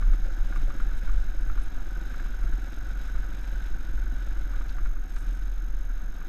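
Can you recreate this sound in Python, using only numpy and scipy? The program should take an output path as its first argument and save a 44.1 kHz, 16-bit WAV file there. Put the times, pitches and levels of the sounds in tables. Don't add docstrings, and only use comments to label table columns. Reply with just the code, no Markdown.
import sys
import numpy as np
from scipy import signal
from scipy.fft import rfft, irfft, next_fast_len
from scipy.io import wavfile
from scipy.ndimage import uniform_filter1d

SR = 44100
rng = np.random.default_rng(int(sys.argv[2]) if len(sys.argv) > 2 else 0)


def bounce(signal):
    frames = np.transpose(np.atleast_2d(signal))
    limited = np.clip(frames, -1, 1)
    pcm = np.round(limited * 32767).astype(np.int16)
    wavfile.write(sys.argv[1], SR, pcm)


N = 276948
TIME = np.arange(N) / SR


def crank_throb(cycle, firing_hz):
    lag = np.interp(firing_hz, [16.4, 21], [.35, .455])
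    return unit(np.cos(4 * np.pi * (cycle - lag)) + undb(-27) * np.sin(2 * np.pi * 3 * cycle))


def exhaust(cycle, firing_hz):
    # frequency_hz, gain_db
    block_response = [(40, -32), (62, 10), (82, 4), (105, 5), (126, 2.5), (148, -10.5), (175, -1),
                      (230, -12.5), (400, -48.5)]
    # frequency_hz, gain_db
    exhaust_response = [(110, -25.5), (150, -8.5), (174, 0), (205, -3.5), (255, -3), (330, -3), (410, -19),
                        (540, -28), (700, -15), (1500, -69.5)]
    bang = unit(strokes(cycle, phase=0.123, scatter_db=-0.8, jitter_s=0.00022))
    puff = unit(strokes(cycle, phase=0.305, scatter_db=3.5, jitter_s=0.00053))
    thud = colour(bang + undb(1.5) * puff, block_response)
    balance_db = np.interp(firing_hz, [16.5, 20.5], [-2.5, 3])
    gas = rng.standard_normal(N) * swell(cycle, phase=0.25, depth_db=2.5)
    flow = undb(balance_db) * bang + undb(-balance_db) * puff + undb(4.5) * gas
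    bark = colour(pipe_echo(flow), exhaust_response)
    return undb(-2.5) * (thud + bark)


def pipe_echo(x, round_trip_hz=86, echo_db=-17):
    return x + undb(echo_db) * np.roll(x, int(SR / round_trip_hz))


def valve_gear(cycle):
    # frequency_hz, gain_db
    casing_response = [(250, -29.5), (450, -9), (540, -4), (640, -16), (760, -4.5), (850, -14), (950, -8),
                       (1060, -18.5), (1280, -4), (1510, 0), (1680, -3.5), (1900, -17), (2250, -15),
                       (3500, -53)]
    taps = sum(undb(db) * strokes(cycle, phase, scatter_db=0, jitter_s=0.00115)
               for phase, db in [(.12, -2), (.33, 2.5), (.78, -0.5), (.98, -1)])
    chain = grains(per_s=3500, spread_db=0.5) * swell(cycle, phase=0.27, depth_db=0.5)
    return colour(undb(-12) * unit(taps) + chain, casing_response)


def piston_slap(cycle, firing_hz):
    # frequency_hz, gain_db
    cylinder_response = [(700, -36.5), (1150, -34), (1400, -11), (1490, 10), (1555, 1.5), (1680, -3),
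                         (2000, -35), (3000, -38.5)]
    blows = sum(strokes(cycle, phase, scatter_db=1.5, jitter_s=.0012) for phase in (.85, .9, .94, .99))
    force_db = np.interp(firing_hz, [17, 21], [-11, -4])
    return undb(force_db) * colour(blows, cylinder_response)


def hiss(cycle):
    # frequency_hz, gain_db
    spectrum = [(300, 5.5), (1900, 6.5), (2400, 5), (3000, 2.5), (3500, 2.5), (3880, 6.5), (4350, -6),
                (4750, -3.5), (5170, 2.5), (5800, -5.5), (7000, -5.5), (10500, -16), (13000, -14),
                (14500, -55)]
    grit = grains(per_s=1500, spread_db=2.5)
    sizzle = rng.standard_normal(N) + undb(-3) * grit
    pulsing = sizzle * swell(cycle, phase=0.31, depth_db=1.1)
    return colour(pulsing * undb(0.89 * drift(25)), spectrum)


def ruts(ground_db, rise_s=0.08, settle_s=0.092):
    # peak_s, shaking_db, throb_change_db
    jolts = [(.1, -24, 9.5), (.66, -24, -8), (.88, -42, 7.5), (1.13, -18.5, 6), (1.52, -19.5, 5),
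             (1.78, -26, -12), (2.25, -25, -5.5), (2.48, -22, 6), (3.16, -26, 2), (3.75, -25, -0.5),
             (3.97, -25.5, 4.5), (4.86, -22, -1), (5.72, -26.5, 2.5)]
    power, throb_change_db = undb(ground_db) ** 2, 0
    for peak_s, shaking_db, change_db in jolts:
        width_s = np.where(TIME < peak_s, rise_s, settle_s)
        jolt = np.exp(-((TIME - peak_s) / width_s) ** 2)
        power = power + (undb(shaking_db) * jolt) ** 2
        throb_change_db = throb_change_db + change_db * jolt
    return np.sqrt(power), throb_change_db


def shake():
    # frequency_hz, gain_db
    spectrum = [(3, -17.5), (7, 9.5), (13, 3), (23, -2), (33, -4), (44, -19), (60, -20), (78, -37.5),
                (150, -36), (300, -82.5)]
    rumble = colour(rng.standard_normal(N), spectrum)
    return rumble / np.sqrt(uniform_filter1d(rumble ** 2, SR // 6) + 0.045)


def knocks(ground_db, bounce_s=0.0025, scrape_t60_s=0.055, focus_db=9, focus_hz=130):
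    # start_s, relative_level_db, centre_hz
    blows = [(.024, -37, 1300), (.1344, -42.5, 1250), (.5252, -39, 1460), (.5601, -36.5, 1220),
             (.7047, -38.5, 1240), (.8005, -39, 1330), (1.076, -43, 1410), (1.0939, -39.5, 1210),
             (1.4985, -39, 1350), (1.5766, -40, 1310), (2.141, -40.5, 1490), (2.198, -39.5, 1570),
             (2.2614, -43.5, 1220), (2.4294, -44, 1530), (2.4698, -45.5, 1440), (3.1532, -45.5, 1260),
             (4.5356, -41.5, 1190), (4.6109, -41, 1190), (4.784, -38, 1200), (4.859, -41, 1480),
             (5.1653, -39.5, 1580), (6.2146, -43, 1260)]
    # pitch_hz, gain_db, t60_s
    modes = [(518, -28, 0.18), (1239, 3.5, 0.04), (1404, 6, 0.048), (1570, 2.5, 0.028), (1770, -30, .025),
             (2207, 0.5, 0.039)]
    out, t = np.zeros(N), TIME[:SR // 8]
    contact_band = signal.butter(2, [1000, 2300], "band", fs=SR, output="sos")
    soft_onset = 1 - np.exp(-t / 0.00026)
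    for start_s, db, centre_hz in blows + rattles(ground_db):
        ring = 0
        for hz, mode_db, t60_s in modes:
            favour_db = focus_db * (np.exp(-((hz - centre_hz) / focus_hz) ** 2) - 1)
            detuned_hz = hz * (1 + 0.018 * rng.standard_normal())
            ring += undb(mode_db + favour_db - 60 * t / t60_s) * np.sin(2 * np.pi * detuned_hz * t)
        friction = unit(signal.sosfilt(contact_band, rng.standard_normal(len(t))))
        scrape = friction * undb(-15 - 60 * t / scrape_t60_s)
        add(out, start_s, undb(db) * (ring + scrape) * soft_onset)
        add(out, start_s + bounce_s * (1 + rng.random()), undb(db - 2) * scrape)
    return out


def rattles(ground_db, per_s=2.5):
    onsets = np.flatnonzero(rng.random(N) < per_s / SR)
    chance = rng.standard_normal((64, 2))
    return [(i / SR, ground_db[i] - 23 + 1.5 * size, 1300 + 100 * spot)
            for i, (size, spot) in zip(onsets, chance)]


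def panel(pitch_hz=548, t60_s=0.066):
    # start_s, relative_level_db
    bumps = [(.128, -51), (.256, -45), (.281, -46), (.497, -48), (.54, -49), (.677, -43.5), (.733, -48),
             (1.348, -48), (2.17, -47), (3.522, -47.5), (4.27, -47.5)]
    out, t = np.zeros(N), TIME[:SR // 6]
    soft_onset = 1 - np.exp(-t / 0.0021)
    for start_s, db in bumps:
        tone = np.sin(2 * np.pi * pitch_hz * (1 + 0.01 * rng.standard_normal()) * t)
        add(out, start_s, tone * undb(db - 60 * t / t60_s) * soft_onset)
    return out


def leaves():
    # peak_s, length_s, relative_level_db, centre_hz, band_edge_ratio
    brushes = [(.33, .06, -66, 5500, 1.25), (0.563, 0.016, -61, 6500, 1.6), (0.777, .07, -70, 5000, 1.6),
               (0.98, 0.023, -62, 9000, 1.6), (1.411, .001, -54, 9500, 1.15),
               (1.637, 0.018, -62.5, 9700, 1.16), (2.43, 0.043, -71, 9000, 1.3),
               (4.696, 0.0085, -50.5, 3600, 1.35), (5.097, 0.0033, -59, 5000, 1.6),
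               (5.163, 0.008, -53.5, 4500, 1.47), (5.184, 0.081, -63.5, 7400, 1.4),
               (5.352, 0.051, -69, 7000, 1.5)]
    out, crackle = np.zeros(N), grains(per_s=8000, spread_db=2)
    for peak_s, length_s, db, hz, ratio in brushes:
        band = signal.butter(2, [hz / ratio, hz * ratio], "band", fs=SR, output="sos")
        envelope = np.exp(-2 * np.minimum(((TIME - peak_s) / length_s) ** 2, 20))
        out += undb(db) * unit(signal.sosfilt(band, crackle)) * envelope
    return out


def whine(burst_hz=47.952, duty=0.4):
    # pitch_hz, level_db
    partials = [(6428, -59), (12877, -63)]
    clock = (TIME - .014) * burst_hz + 1.5
    burst = clock.astype(int)
    gate = uniform_filter1d(1. * (np.abs(clock % 1 - .5) < duty / 2), size=24)
    tones = sum(undb(db) * np.sin(2 * np.pi * (hz * TIME + rng.random(burst[-1] + 1)[burst]))
                for hz, db in partials)
    return gate * undb(.5 * drift(92)) * tones


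def strokes(cycle, phase, scatter_db, jitter_s):
    onsets = np.flatnonzero(np.diff(np.floor(cycle - phase)) > 0)
    timing, size = rng.standard_normal((256, 2))[:len(onsets)].T
    out = np.zeros(N)
    out[np.clip(onsets + (jitter_s * SR * timing).astype(int), 0, N - 1)] = undb(scatter_db * size)
    return out


def swell(cycle, phase, depth_db):
    return unit(undb(depth_db * np.cos(2 * np.pi * (cycle - phase))))


def grains(per_s, spread_db):
    sizes = rng.standard_normal(N) * undb(spread_db * np.minimum(rng.exponential(size=N), 4))
    return unit(sizes * (rng.random(N) < per_s / SR))


def colour(x, response):
    size = next_fast_len(N + SR // 4, True)
    hz, db = np.transpose(response)
    bin_hz = np.arange(size // 2 + 1) * SR / size
    log_gain = np.interp(np.log(bin_hz + 1e-9), np.log(hz), np.log(undb(db)))
    cepstrum = irfft(log_gain, size)
    cepstrum[1:size // 2] *= 2
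    cepstrum[size // 2 + 1:] = 0
    return unit(irfft(rfft(x, size) * np.exp(rfft(cepstrum)), size)[:N])


def drift(rate_hz):
    hold = int(SR / rate_hz)
    steps = np.repeat(rng.standard_normal(N // hold + 1), hold)
    return unit(uniform_filter1d(steps, hold)[:N])


def curve(points):
    return np.interp(TIME, *np.transpose(points))


def add(out, start_s, x):
    i = max(int(start_s * SR), 0)
    out[i:i + len(x)] += x[:max(N - i, 0)]


def undb(db):
    return 10 ** (np.asarray(db) / 20)


def unit(x):
    return x / np.sqrt(np.mean(x ** 2))


def scene(crawl_hz=16):
    # time_s, firing_hz
    speed = [(0.0, 16.26), (0.8, 16.47), (1.11, 19.29), (1.48, 18.38), (1.69, 19.65), (2.36, 21.62),
             (2.6, 20.62), (2.78, 21.62), (3.2, 21.06), (3.63, 21.9), (4.21, 21.09), (4.81, 19.58),
             (4.94, 16.4), (5.1, 15.99), (5.33, 20.67), (6.02, 16.44), (6.28, 16.95)]
    # time_s, effort_db
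    effort = [(0, -0.5), (.8, 0.5), (1.45, -0.55), (2.2, .6), (2.7, 0.16), (3.9, 0), (4.72, -0.5),
              (5.0, -4), (5.3, -1.1), (5.65, -4), (6.28, -2)]
    # time_s, shaking_db
    ground = [(0, -25), (.65, -22.5), (1.6, -24.5), (2.0, -31), (3.3, -30.5), (4.6, -26), (5.4, -30),
              (6.28, -28.5)]
    firing_hz, effort_db, ground_db = curve(speed), curve(effort), curve(ground)
    cycle = np.cumsum(firing_hz) / SR
    above_crawl_hz = firing_hz - crawl_hz
    shake_gain, throb_change_db = ruts(ground_db)
    thuds = undb(-46.5 + effort_db - 0.324 * above_crawl_hz) * exhaust(cycle, firing_hz)
    throb_db = -28 - 0.67 * above_crawl_hz + throb_change_db + 1.5 * drift(8)
    throb = undb(throb_db) * crank_throb(cycle, firing_hz)
    clatter_db = -51.5 + effort_db - 0.1753 * above_crawl_hz
    clatter = undb(clatter_db) * (valve_gear(cycle) + piston_slap(cycle, firing_hz))
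    sizzle = undb(-56.5 + 1.08 * effort_db + 0.0753 * above_crawl_hz) * hiss(cycle)
    trail = shake_gain * shake() + undb(5.5) * panel() + undb(-1) * leaves()
    return (thuds + throb + clatter + sizzle + trail + whine() + undb(-0.8) * knocks(ground_db))[None]


def record(dry, cutoff_hz=14700):
    return signal.sosfilt(signal.ellip(8, .2, 70, cutoff_hz, fs=SR, output="sos"), dry)


dry = scene()
out = record(dry)
bounce(out)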